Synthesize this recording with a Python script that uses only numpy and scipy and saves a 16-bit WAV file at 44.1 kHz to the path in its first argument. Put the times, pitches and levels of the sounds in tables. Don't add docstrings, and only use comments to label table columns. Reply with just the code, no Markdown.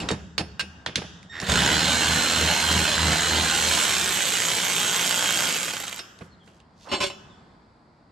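import sys
import numpy as np
from scipy import signal
from scipy.fft import rfft, irfft, next_fast_len
from scipy.io import wavfile
from scipy.ndimage import uniform_filter1d

SR = 44100
rng = np.random.default_rng(int(sys.argv[2]) if len(sys.argv) > 2 else 0)


def generate_wav(sig):
    pcm = np.round(np.clip(np.atleast_2d(sig).T, -1, 1) * 32767).astype(np.int16)
    wavfile.write(sys.argv[1], SR, pcm)


N = 357651
T = np.arange(N) / SR
BITE_S, BITE_RISE_S, STOP_S = 1.48, 0.01, 6.0
TURNS_PER_STROKE, TURNS_PER_BOLT_TURN = 4.383, 109.5


# (time [s], load [0-1])
THREAD_GRIP = [(1.7, 1), (2.1, 0.64), (2.9, 0.65), (3.0, 0.98), (3.13, 0.67), (3.5, 0.6), (3.75, 0.15),
               (4.4, 0)]

def ratchet():
    load = np.clip(in_time(THREAD_GRIP), 0, 1)
    speed = motor_speed(load)
    pulled_s, full_speed, _ = TRIGGER_MOVES[0]
    running = uniform_filter1d(((T > pulled_s) & (T < STOP_S)) * 1., 400)
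    turns = np.cumsum(speed * running * (1 + .0028 * drift(11))) / SR
    strokes = turns / TURNS_PER_STROKE
    octaves = np.log2((speed + 1) / full_speed)
    press, wobble_db = bolt_wobble(turns)
    bitten, since_bite = ramp(BITE_S, BITE_RISE_S), np.maximum(T - BITE_S, 0)
    drive_db = -21 + 8 * octaves - 3.5 * load + 9 * bitten * np.exp(-since_bite / 0.22)
    shake_db = drive_db - 18 + 12 * np.exp(-(since_bite / 0.51) ** 2) + wobble_db
    whine = gear_whine(turns, load)
    hum = bitten * load * panel_hum(strokes, press, wobble_db)
    head = from_db(drive_db + 0.1 * wobble_db) * (rattle(strokes, speed, load) + pings(strokes, load))
    panel = from_db(shake_db) * panel_shake(strokes, load) + hum + thump()
    return running * (head + tip_ticks(strokes, octaves, load) + whine + panel)


# (time [s], target speed [turns/s], time to get there [s])
TRIGGER_MOVES = [(1.37, 352.6, .43), (3.78, 266.4, .47), (5.45, 0, 1.25)]

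def motor_speed(load):
    speed, before = 0, 0
    for s, target, seconds in TRIGGER_MOVES:
        speed = speed + (target - before) * (1 - (1 - ramp(s, seconds)) ** 2.3)
        before = target
    return speed * (1 - .024 * load)


def bolt_wobble(turns, pressing_s=2.765, worst_s=2.94, grow_s=1.22, fade_s=0.71):
    bolt_turns = (turns - np.interp(pressing_s, T, turns)) / TURNS_PER_BOLT_TURN
    depth = ramp(worst_s - grow_s, grow_s) - ramp(worst_s, fade_s)
    press = np.cos(np.pi * bolt_turns) ** 2
    return press, 16.5 * depth * press


def pawl(strokes, phase, scatter, spread_db):
    late, loud = rng.standard_normal((2, 512))
    count = min(int(strokes[-1]), 512)
    at = np.searchsorted(strokes, np.arange(count) + phase + scatter * late[:count])
    clicks = np.zeros(N)
    clicks[np.minimum(at, N - 1)] = from_db(spread_db * np.clip(loud[:count], -2, 2))
    return clicks


# (pitch [Hz], level [dB])
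LOADED_TONE = [(100, -9.5), (230, -5), (330, -3), (480, -3.5), (950, 1), (1200, -5.5), (1600, 1),
               (2300, -3.5), (4000, -2), (5700, -9.5), (7500, -5), (9500, -16.5), (13000, -30.5),
               (15500, -46)]
FREE_TONE = [(100, -29), (230, -14), (350, -9.5), (480, -6), (950, -5), (1200, -5), (1600, -4), (2300, -2),
             (3400, -1.5), (5200, -6.5), (8000, -2.5), (9700, -13), (13000, -24), (15500, -44.5)]
# (pitch [Hz], width [Hz], boost [dB])
HEAD_PEAKS = [(1030, 78, 1.5), (1452, 87, 4), (2067, 160, 1), (2870, 110, -0.5), (3156, 130, 3.5),
              (3840, 76, 2.5), (6680, 220, 1.5), (7340, 67, -1.5), (12700, 1400, 5.5)]
# (pitch [Hz], level [dB])
PAWL_TONE = [(1000, -4.5), (4000, -2), (7000, 0.5), (13000, 3)]

def rattle(strokes, speed, load):
    turnaround = pawl(strokes, phase=0, scatter=.015, spread_db=0.5)
    skips = pawl(strokes, phase=1 / 3, scatter=0.035, spread_db=1.0)
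    skips += pawl(strokes, phase=2 / 3, scatter=0.04, spread_db=0.5)
    clicks = die_away(turnaround + (0.72 - 0.25 * load) * skips, seconds=.0007)
    clicks *= .45 + rng.standard_normal(N)
    grit = (rng.random(N) < 12 * speed / SR) * rng.standard_normal(N)
    grit *= from_db(-12 + 3 * load + 2.6 * np.cos(2 * np.pi * strokes))
    even_out = 1 / np.sqrt(uniform_filter1d(clicks ** 2 + grit ** 2, 3000) + 1e-4)
    ticks = through(moving_echoes(clicks * even_out, echo_db=-4.5, t60=0.04), tone_filter(PAWL_TONE))
    both = ticks * from_db(3.5) + moving_echoes(grit * even_out, echo_db=3.5, t60=0.084)
    loaded = through(both, tone_filter(LOADED_TONE, HEAD_PEAKS))
    free = through(both, tone_filter(FREE_TONE, HEAD_PEAKS))
    return load * loaded + (1 - load) * free


# (pitch [Hz], level under load [dB], level running free [dB], decay [s])
HEAD_PINGS = [(1579, -12, -16, 0.002), (2895, -12.5, -15, .004), (3450, -14.5, -22, 0.004),
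              (7420, -16, -15, 0.00076)]

def pings(strokes, load):
    out = 0
    for hz, loaded_db, free_db, seconds in HEAD_PINGS:
        envelope = die_away(pawl(strokes, phase=0, scatter=.02, spread_db=3.5), seconds)
        envelope /= np.sqrt(np.mean(envelope[(T > BITE_S) & (T < STOP_S)] ** 2) / 2)
        tone = sine(hz * (1 + .035 * drift(70)))
        out = out + from_db(load * loaded_db + (1 - load) * free_db) * envelope * tone
    loose_db = 4.5 * np.exp(-((T - 5.2) / 0.22) ** 2)
    return out * from_db(loose_db)


def tip_ticks(strokes, octaves, load, hz=12900, decay_s=.0005):
    drops = sum(pawl(strokes, phase=k / 3, scatter=.035, spread_db=7.0) for k in range(3))
    envelope = signal.lfilter([1], [1, -np.exp(-1 / (decay_s * SR))], uniform_filter1d(drops, 12) + 1e-18)
    tone = sine(hz * (1 + .035 * drift(500)))
    level = from_db(-30.5 - 17 * load + 1.5 * octaves)
    return moving_echoes(level * envelope * tone, echo_db=-10, t60=0.02)


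# (time [s], level [dB])
WHINE_LEVEL = [(1.6, -45.5), (1.72, -30), (2.3, -30), (3.4, -32), (3.75, -31.5), (3.88, -35.5),
               (4.02, -40.5), (4.35, -42), (4.46, -34), (5.4, -31), (5.52, -37), (5.75, -50)]

def gear_whine(turns, load):
    teeth = np.sin(2 * np.pi * 12 * turns + .1 * drift(150))
    motor = np.sin(2 * np.pi * 9 * turns + .45 * drift(150))
    return from_db(in_time(WHINE_LEVEL) + 1.4 * drift(25)) * (teeth + 0.56 * load * motor)


# (pitch [times the stroke rate], level [dB], share of the throb [0-1])
HUM_NOTES = [(1, -34.5, 1), (2, -41.5, 1), (4, -43, 0.28)]

def panel_hum(strokes, press, wobble_db):
    throb_db = 0.6 * wobble_db - 16 * (1 - press) ** 2
    return sum(from_db(db + share * throb_db) * np.sin(2 * np.pi * k * strokes + .3 * drift(30))
               for k, db, share in HUM_NOTES)


def panel_shake(strokes, load):
    jostle = filtered(rng.standard_normal(N), "high", hz=110)
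    kicks = .35 * rms_one(pawl(strokes, phase=0, scatter=0.026, spread_db=4.5)) + 1.5 * jostle
    light = filtered(rng.standard_normal(N), "high", hz=160)
    shake = through(load * kicks + 0.68 * light, panel_ring())
    return shake / np.sqrt(uniform_filter1d(shake ** 2, 3000) + 1e-3)


# (pitch [Hz], width [Hz], level [dB])
PANEL_NOTES = [(77.2, 25, 0.5), (125.6, 16, -0.5), (169.7, 9.6, 2), (193.6, 13, -0.5), (239.8, 20, -3),
               (311.7, 18, -5.5), (380, 64, -6.5), (476, 140, -4)]

def panel_ring():
    t, ring = T[:SR // 2], 0
    for k, (hz, width, db) in enumerate(PANEL_NOTES):
        envelope = from_db(db) * np.sqrt(width) * np.exp(-np.pi * width * t)
        ring = ring + (-1) ** k * envelope * np.sin(2 * np.pi * hz * t)
    return unit_energy(ring)


def thump(hz=72.6, peak_s=0.022):
    t = np.maximum(T - BITE_S, 0)
    return from_db(-21) * (t / peak_s * np.exp(1 - t / peak_s)) ** 2 * np.sin(2 * np.pi * hz * t)


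# (pitch [Hz], level [dB])
CHIRP_NOTES = [(1841, -44.5), (3682, -44.5), (5523, -56.5), (7364, -57)]
RASP_TONE = [(200, -18.5), (1200, -13), (1780, 2.5), (2400, -13.5), (3700, -15.5), (6000, -25),
             (14000, -48)]

def motor_chirp(start_s=1.295, hold_s=0.094, fade_db_per_s=91):
    moving = ramp(start_s + 0.011, 0.057)
    notes = sum(from_db(db) * np.sin(2 * np.pi * hz * T + .6 * moving * drift(380))
                for hz, db in CHIRP_NOTES)
    rasp = from_db(-36.5) * moving * through(rng.standard_normal(N), tone_filter(RASP_TONE))
    throb = 1 + .3 * moving * np.sin(2 * np.pi * 85 * T)
    fade = from_db(-fade_db_per_s * np.maximum(T - start_s - hold_s, 0))
    return (notes + rasp) * throb * ramp(start_s, .005) * fade * (1 - ramp(BITE_S, BITE_RISE_S))


# (time [s], click [dB], bump [dB], brightness [dB/octave], chatter [s],
# ring compared with click [dB], main pitch [Hz], second pitch [Hz], click sent to the garage [dB])
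TOUCHES = [(0.002, -23.5, -7, 3.5, 0.033, 5.5, 7400, 2700, 0),
           (0.088, -3.5, 5, 0.5, 0.0044, -4, 7300, 3780, -14.5),
           (0.104, -3, -10, -6.5, 0.0044, -11.5, 400, 1645, -23),
           (0.113, -10, -7.5, 9, 0.0028, 1.5, 7300, 3770, -11),
           (0.38, -1.5, 0.5, 0, 0.0044, 0, 4640, 4460, -16.5),
           (0.394, -7, -19, -7.5, 0.0038, -13.5, 520, 950, -17.5),
           (0.406, -22.5, -13.5, 2, 0.011, -1.5, 4420, 2660, -13),
           (0.595, -11.5, -14.5, 3.5, 0.02, 4, 1600, 2630, -12),
           (0.609, -12.5, -16, 4, 0.0026, 7, 1620, 1620, -17.5),
           (0.862, -0.5, -7.5, -0.5, 0.0027, -29, 3400, 2000, -10),
           (0.957, 4.5, -0.5, 5, 0.0027, -26.5, 3740, 3000, -10),
           (1.019, -12.5, -12, -4.5, 0.0035, -11, 988, 1513, -29),
           (1.229, -28, -24, 6, 0.0025, -16.5, 1693, 3000, -23.5),
           (1.401, -6.5, -2, 7.5, 0.001, -11.5, 7340, 6400, -32.5),
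           (1.416, -14.5, -19, 13.5, .0013, -17.5, 12500, 7300, -27.5),
           (1.467, -10.5, -9, 2, 0.0035, -13, 3760, 7300, -19.5),
           (1.493, -4, 2, -5.5, 0.0041, -35, 450, 3300, -24.5),
           (5.992, -15.5, -41, -1.5, 0.0074, 3, 5300, 3937, -3),
           (6.189, -26, -8.5, 10, .001, -23, 3004, 5300, -7),
           (6.475, -32.5, -35, -4.5, 0.0051, -8, 3000, 7300, 0),
           (6.602, -33, -42, 6, 0.0017, -17, 3000, 5300, -20)]
# (pitch [Hz], level [dB])
KNOCK_TONE = [(100, -23), (220, -13), (380, -2), (600, -3.5), (1200, -2.5), (1700, 0), (2300, 0.5),
              (3000, -1), (4600, -4.5), (7400, -16), (10000, -24), (15000, -72)]
# (pitch [Hz], level [dB], time to fade by 60 dB [s])
SOCKET_NOTES = [(1600, -3, 0.09), (2590, -5, 0.14), (2830, 0.5, 0.1), (3760, 0, 0.074), (4450, 0, 0.076),
                (5300, -4, 0.14), (6500, -17.5, .16), (7280, -8.5, .1), (8500, -6.5, 0.12),
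                (9000, -14, 0.16)]

def knocks(width_hz=840):
    out, to_garage = np.zeros((2, 2, N))
    thud, dull = panel_ring()[None], tone_filter(KNOCK_TONE, tilt_db=-7)
    for s, click_db, bump_db, tilt_db, seconds, ring_db, hz, second_hz, garage_db in TOUCHES:
        force = from_db(click_db) * chatter(seconds, per_s=1900)
        strength = np.linalg.norm(force)
        tone = tone_filter(KNOCK_TONE, [(hz, width_hz, 6)], tilt_db)
        add(out, s, through(spot_echoes(force, echo_db=9.0, t60=0.011), tone))
        add(out, s, strength * from_db(-6.0) * through(bay_echoes(t60=0.11), tone))
        notes = [(f, db + 11.5 * max(nearness(f, hz, width_hz), nearness(f, second_hz, width_hz)), t60)
                 for f, db, t60 in SOCKET_NOTES]
        ring = strength * from_db(ring_db) * ringing(notes)
        add(out, s, ring)
        add(out, s, from_db(click_db - 8.5) * thud)
        add(to_garage, s, from_db(-18) * ring)
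        add(to_garage, s, strength * from_db(garage_db) * tone[None])
        bump_s = s + .02
        scrape = from_db(bump_db - 15) * chatter(0.016, per_s=1700)
        add(out, bump_s, through(spot_echoes(scrape, echo_db=7.0, t60=0.03), dull))
        add(out, bump_s, np.linalg.norm(scrape) * from_db(-7.0) * through(bay_echoes(t60=0.34), dull))
        add(out, bump_s, from_db(bump_db) * thud)
        add(to_garage, bump_s, from_db(bump_db - 10) * thud)
    return out, to_garage


# (time [s], level [dB], brightness [dB/octave], chatter [s])
LANDINGS = [(6.887, -19, -4, 0.031), (6.916, -3, -2.5, 0.0342), (6.962, -17.5, -8.5, 0.04),
            (7.004, -3, 2, 0.042), (7.062, -9.5, 5, 0.0105), (7.1, -12, 0, 0.004)]
# (pitch [Hz], level [dB])
CLATTER_TONE = [(100, -20), (230, -11), (340, 0.5), (470, -15), (600, -3), (1050, -2), (1700, -6.5),
                (2900, -2.5), (4500, -9), (8300, -21), (11000, -29.5), (15000, -58)]
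# (pitch [Hz], level [dB], time to fade by 60 dB [s])
LANDING_NOTES = [(308, 6.5, 0.07), (388, 6, 0.075), (570, 4, 0.14), (1039, 3, 0.11), (1513, -2.5, 0.11),
                 (2105, -7.5, 0.2), (2630, 0, 0.12), (2864, 4.5, 0.12), (3020, 2, .12), (3467, 0, 0.13),
                 (3994, -3, 0.19), (4409, 1.5, 0.3), (5140, -4, 0.1), (5356, -3.5, 0.23), (6659, -9.5, .18),
                 (7424, -10.5, .25), (8156, -10, 0.18)]

def clatter():
    out, ring = np.zeros((2, N)), ringing(LANDING_NOTES)
    for s, db, tilt_db, seconds in LANDINGS:
        force = chatter(seconds, per_s=1100)
        tone = tone_filter(CLATTER_TONE, tilt_db=tilt_db)
        clack = through(spot_echoes(force, echo_db=10, t60=0.12), tone)
        add(out, s, from_db(db) * (from_db(-2) * clack + through(force, ring)))
    return out


def chatter(seconds, per_s, size=20000):
    at = np.cumsum(rng.uniform(.4, 1.6, 256)) / per_s
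    strength = rng.uniform(0.56, 0.6, len(at)) * rng.choice([-1, 1], len(at))
    force = np.zeros(size)
    force[np.minimum(at * SR, size - 1).astype(int)] = strength * np.clip((seconds - at) * per_s, 0, 1)
    force[0] = .8
    return force


def ringing(notes):
    t = T[:SR // 2]
    phases = rng.uniform(-1.3, 1, (len(notes), 2, 1))
    extras_db = rng.normal(0, 2.2, (len(notes), 2, 1))
    return unit_energy(sum(from_db(db + extra_db - 60 * t / t60) * np.sin(2 * np.pi * hz * t + phase)
                           for (hz, db, t60), phase, extra_db in zip(notes, phases, extras_db)))


# (loudest moment [s], half length [s], level [dB], pitch [Hz])
SCRAPES = [(6.055, 0.013, -62, 5500), (6.233, 0.043, -64, 6400), (6.48, .04, -64, 5500),
           (6.558, 0.037, -67, 5400), (6.848, 0.062, -56, 4450), (6.882, 0.025, -42.5, 790)]

def scrapes():
    out, t = np.zeros((2, N)), T[:SR // 4]
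    for s, half, db, hz in SCRAPES:
        grains = stereo_noise(len(t)) * from_db(3.5 * drift(402)[:len(t)])
        scrape = rms_one(filtered(grains, "band", [hz * .6, hz * 1.5]))
        add(out, s - t.mean(), from_db(db) * scrape * np.exp(-((t - t.mean()) / half) ** 2))
    return out


# (time [s], length [s], start pitch [Hz], end pitch [Hz], level [dB])
BIRD_NOTES = [(6.304, 0.055, 4300, 3700, -59), (6.393, 0.053, 3320, 3000, -60),
              (7.285, .07, 3710, 3097, -58)]

def bird():
    out = np.zeros((1, N))
    for s, seconds, start_hz, end_hz, db in BIRD_NOTES:
        progress = np.linspace(0, 1, int(seconds * SR))
        arch = np.sin(np.pi * progress)
        glide = start_hz + (end_hz - start_hz) * progress
        hz = glide * (1 + 0.046 * arch + 0.034 * drift(590)[:len(arch)])
        add(out, s, from_db(db) * (arch * sine(hz))[None])
    return out


# (pitch [Hz], level [dB])
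AIR_TONE = [(25, -10), (80, -9.5), (200, -7), (330, -14.5), (500, -17.5), (900, -15.5), (1400, -22),
            (2000, -27.5), (3000, -39), (4700, -30.5), (6000, -45.5), (8000, -44.5), (14000, -70.5)]
# (loudest moment [s], half length [s], level [dB])
RUMBLES = [(0.005, 0.13, -32.5), (0.902, 0.42, -54), (7.298, 0.42, -53.5)]

def air_and_rumble(air_db=-56):
    rumble = sum(from_db(db) ** 2 * np.exp(-2 * ((T - s) / half) ** 2) for s, half, db in RUMBLES)
    level = np.sqrt(from_db(air_db) ** 2 + rumble)
    return level * through(stereo_noise(N, spread=1.5), tone_filter(AIR_TONE))


def bay_echoes(t60):
    t = T[:SR // 5]
    build_up = 1 - np.exp(-t / 0.0049)
    return unit_energy(stereo_noise(len(t), spread=0.67) * from_db(-60 * t / t60) * build_up)


def echo_pattern(t60):
    t = T[:SR // 20]
    return unit_energy(stereo_noise(len(t), spread=0.15) * from_db(-60 * t / t60))


def spot_echoes(force, echo_db, t60):
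    spot = rng.integers(0, 2, len(force))
    echoes = sum(through(force * (spot == k), echo_pattern(t60)) for k in range(2))
    return (force + from_db(echo_db) * echoes) / np.sqrt(1 + from_db(2 * echo_db))


def moving_echoes(force, echo_db, t60, size=8000):
    echoes = np.zeros((2, N))
    for i in range(0, int(STOP_S * SR), size // 2):
        piece = force[i:i + size] * np.sqrt(np.hanning(size))
        add(echoes, i / SR, signal.fftconvolve(piece[None], echo_pattern(t60), axes=-1))
    return (force + from_db(echo_db) * echoes) / np.sqrt(1 + from_db(2 * echo_db))


# (pitch [Hz], time to fade by 60 dB [s])
GARAGE_FADE = [(100, 1.98), (500, 0.85), (1500, 1.27), (2800, 0.86), (5600, 0.78), (11000, 0.59)]

def garage(x):
    t, edges = T[:SR * 3 // 2], np.geomspace(60, 16000, 9)
    noise, tail = stereo_noise(len(t), spread=3.5), 0
    for low, high in zip(edges, edges[1:]):
        t60 = at_hz(GARAGE_FADE, np.sqrt(low * high))
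        tail = tail + filtered(noise, "band", [low, high]) * from_db(-60 * t / t60)
    return through(x, unit_energy(tail * (1 - np.exp(-t / 0.0019))))


# (pitch [Hz], left minus right [dB])
EAR_BALANCE = [(60, 0.5), (110, -2), (200, -0.5), (380, -1), (700, -4), (1290, -6.5), (2380, -4.5),
               (4400, -1.5), (8120, -4.5), (15000, -1.5)]
# (pitch [Hz], how far the left is ahead [radians])
EAR_TIMING = [(130, 0.02), (350, -0.15), (900, -0.2), (2070, 0.08), (4000, -0.64), (5900, 0.5),
              (7300, -1.15), (8600, -2.01), (12800, -1.26)]

def off_centre(x):
    size = next_fast_len(N + 2048)
    hz = np.arange(size // 2 + 1) * SR / size
    sides = np.array([[.5], [-.5]])
    level = from_db(at_hz(EAR_BALANCE, hz) * sides)
    delay = np.exp(1j * at_hz(EAR_TIMING, hz) * sides)
    return irfft(rfft(x, size) * level * delay, size)[:, :N]


# (pitch [Hz], likeness [0-1])
EAR_LIKENESS = [(60, 1), (130, 0.99), (290, 0.96), (640, 0.9), (1410, 0.45), (3100, 0.96), (6820, 0.54),
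                (15000, 0.22)]

def stereo_noise(count, spread=0):
    size = next_fast_len(count)
    hz = np.arange(size // 2 + 1) * SR / size
    alike = np.clip(at_hz(EAR_LIKENESS, hz), 0, 1) ** (1 + spread)
    mid, side = rfft(rng.standard_normal((2, size)))
    spectrum = np.sqrt((1 + alike) / 2) * mid + np.sqrt((1 - alike) / 2) * side * [[1], [-1]]
    return irfft(spectrum, size)[:, :count]


def tone_filter(tone, peaks=(), tilt_db=0, size=4096):
    hz = np.arange(size // 2 + 1) * SR / size
    db = at_hz(tone, hz) + tilt_db * np.log2(np.maximum(hz, 500) / 3000)
    for centre, width, peak_db in peaks:
        db = db + peak_db * nearness(hz, centre, width)
    cepstrum = irfft(np.log(from_db(db)))
    cepstrum[1:size // 2] *= 2
    cepstrum[size // 2 + 1:] = 0
    return unit_energy(irfft(np.exp(rfft(cepstrum))))


def nearness(hz, centre, width):
    return 1 / (1 + (2 * (hz - centre) / width) ** 2)


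def die_away(clicks, seconds):
    kept = np.exp(-2 / (seconds * SR))
    return np.sqrt(signal.lfilter([1 - kept], [1, -kept], clicks ** 2 + 1e-18))


def sine(hz):
    return np.sin(2 * np.pi * np.cumsum(hz) / SR)


def drift(per_s):
    count = int(N / SR * per_s) + 2
    return np.interp(T * per_s, np.arange(count), rng.standard_normal(count))


def ramp(start, seconds):
    return np.clip((T - start) / seconds, 0, 1)


def in_time(rows):
    return np.interp(T, *np.array(rows).T)


def at_hz(rows, hz):
    pitches, values = np.array(rows).T
    return np.interp(np.log(hz + 1), np.log(pitches), values)


def from_db(db):
    return 10 ** (np.asarray(db) / 20)


def rms_one(x):
    return x / np.sqrt(np.mean(x ** 2) + 1e-20)


def unit_energy(x):
    return rms_one(x) / np.sqrt(x.shape[-1])


def filtered(x, kind, hz, order=2):
    return signal.sosfilt(signal.butter(order, hz, kind, fs=SR, output="sos"), x)


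def through(x, response):
    return signal.oaconvolve(np.atleast_2d(x), np.atleast_2d(response), axes=-1)[:, :x.shape[-1]]


def add(out, s, sound):
    i = max(int(s * SR), 0)
    out[:, i:i + sound.shape[-1]] += sound[:, :N - i]


def scene():
    touches, touches_to_garage = knocks()
    tool = ratchet() + motor_chirp()
    laid_down, far_bird = clatter(), bird()
    room = garage(touches_to_garage + from_db(-12.0) * tool + from_db(-16.5) * laid_down + far_bird)
    work = off_centre(touches + tool + scrapes())
    return work + laid_down * from_db([[-.3], [.3]]) + room + far_bird + air_and_rumble()


def record(dry, top_hz=15300):
    thin = filtered(dry, "high", hz=46, order=3)
    rounded = .65 * np.tanh(thin / .65)
    return signal.sosfilt(signal.ellip(10, .1, 90, top_hz, fs=SR, output="sos"), rounded)


dry = scene()
out = record(dry)
generate_wav(out)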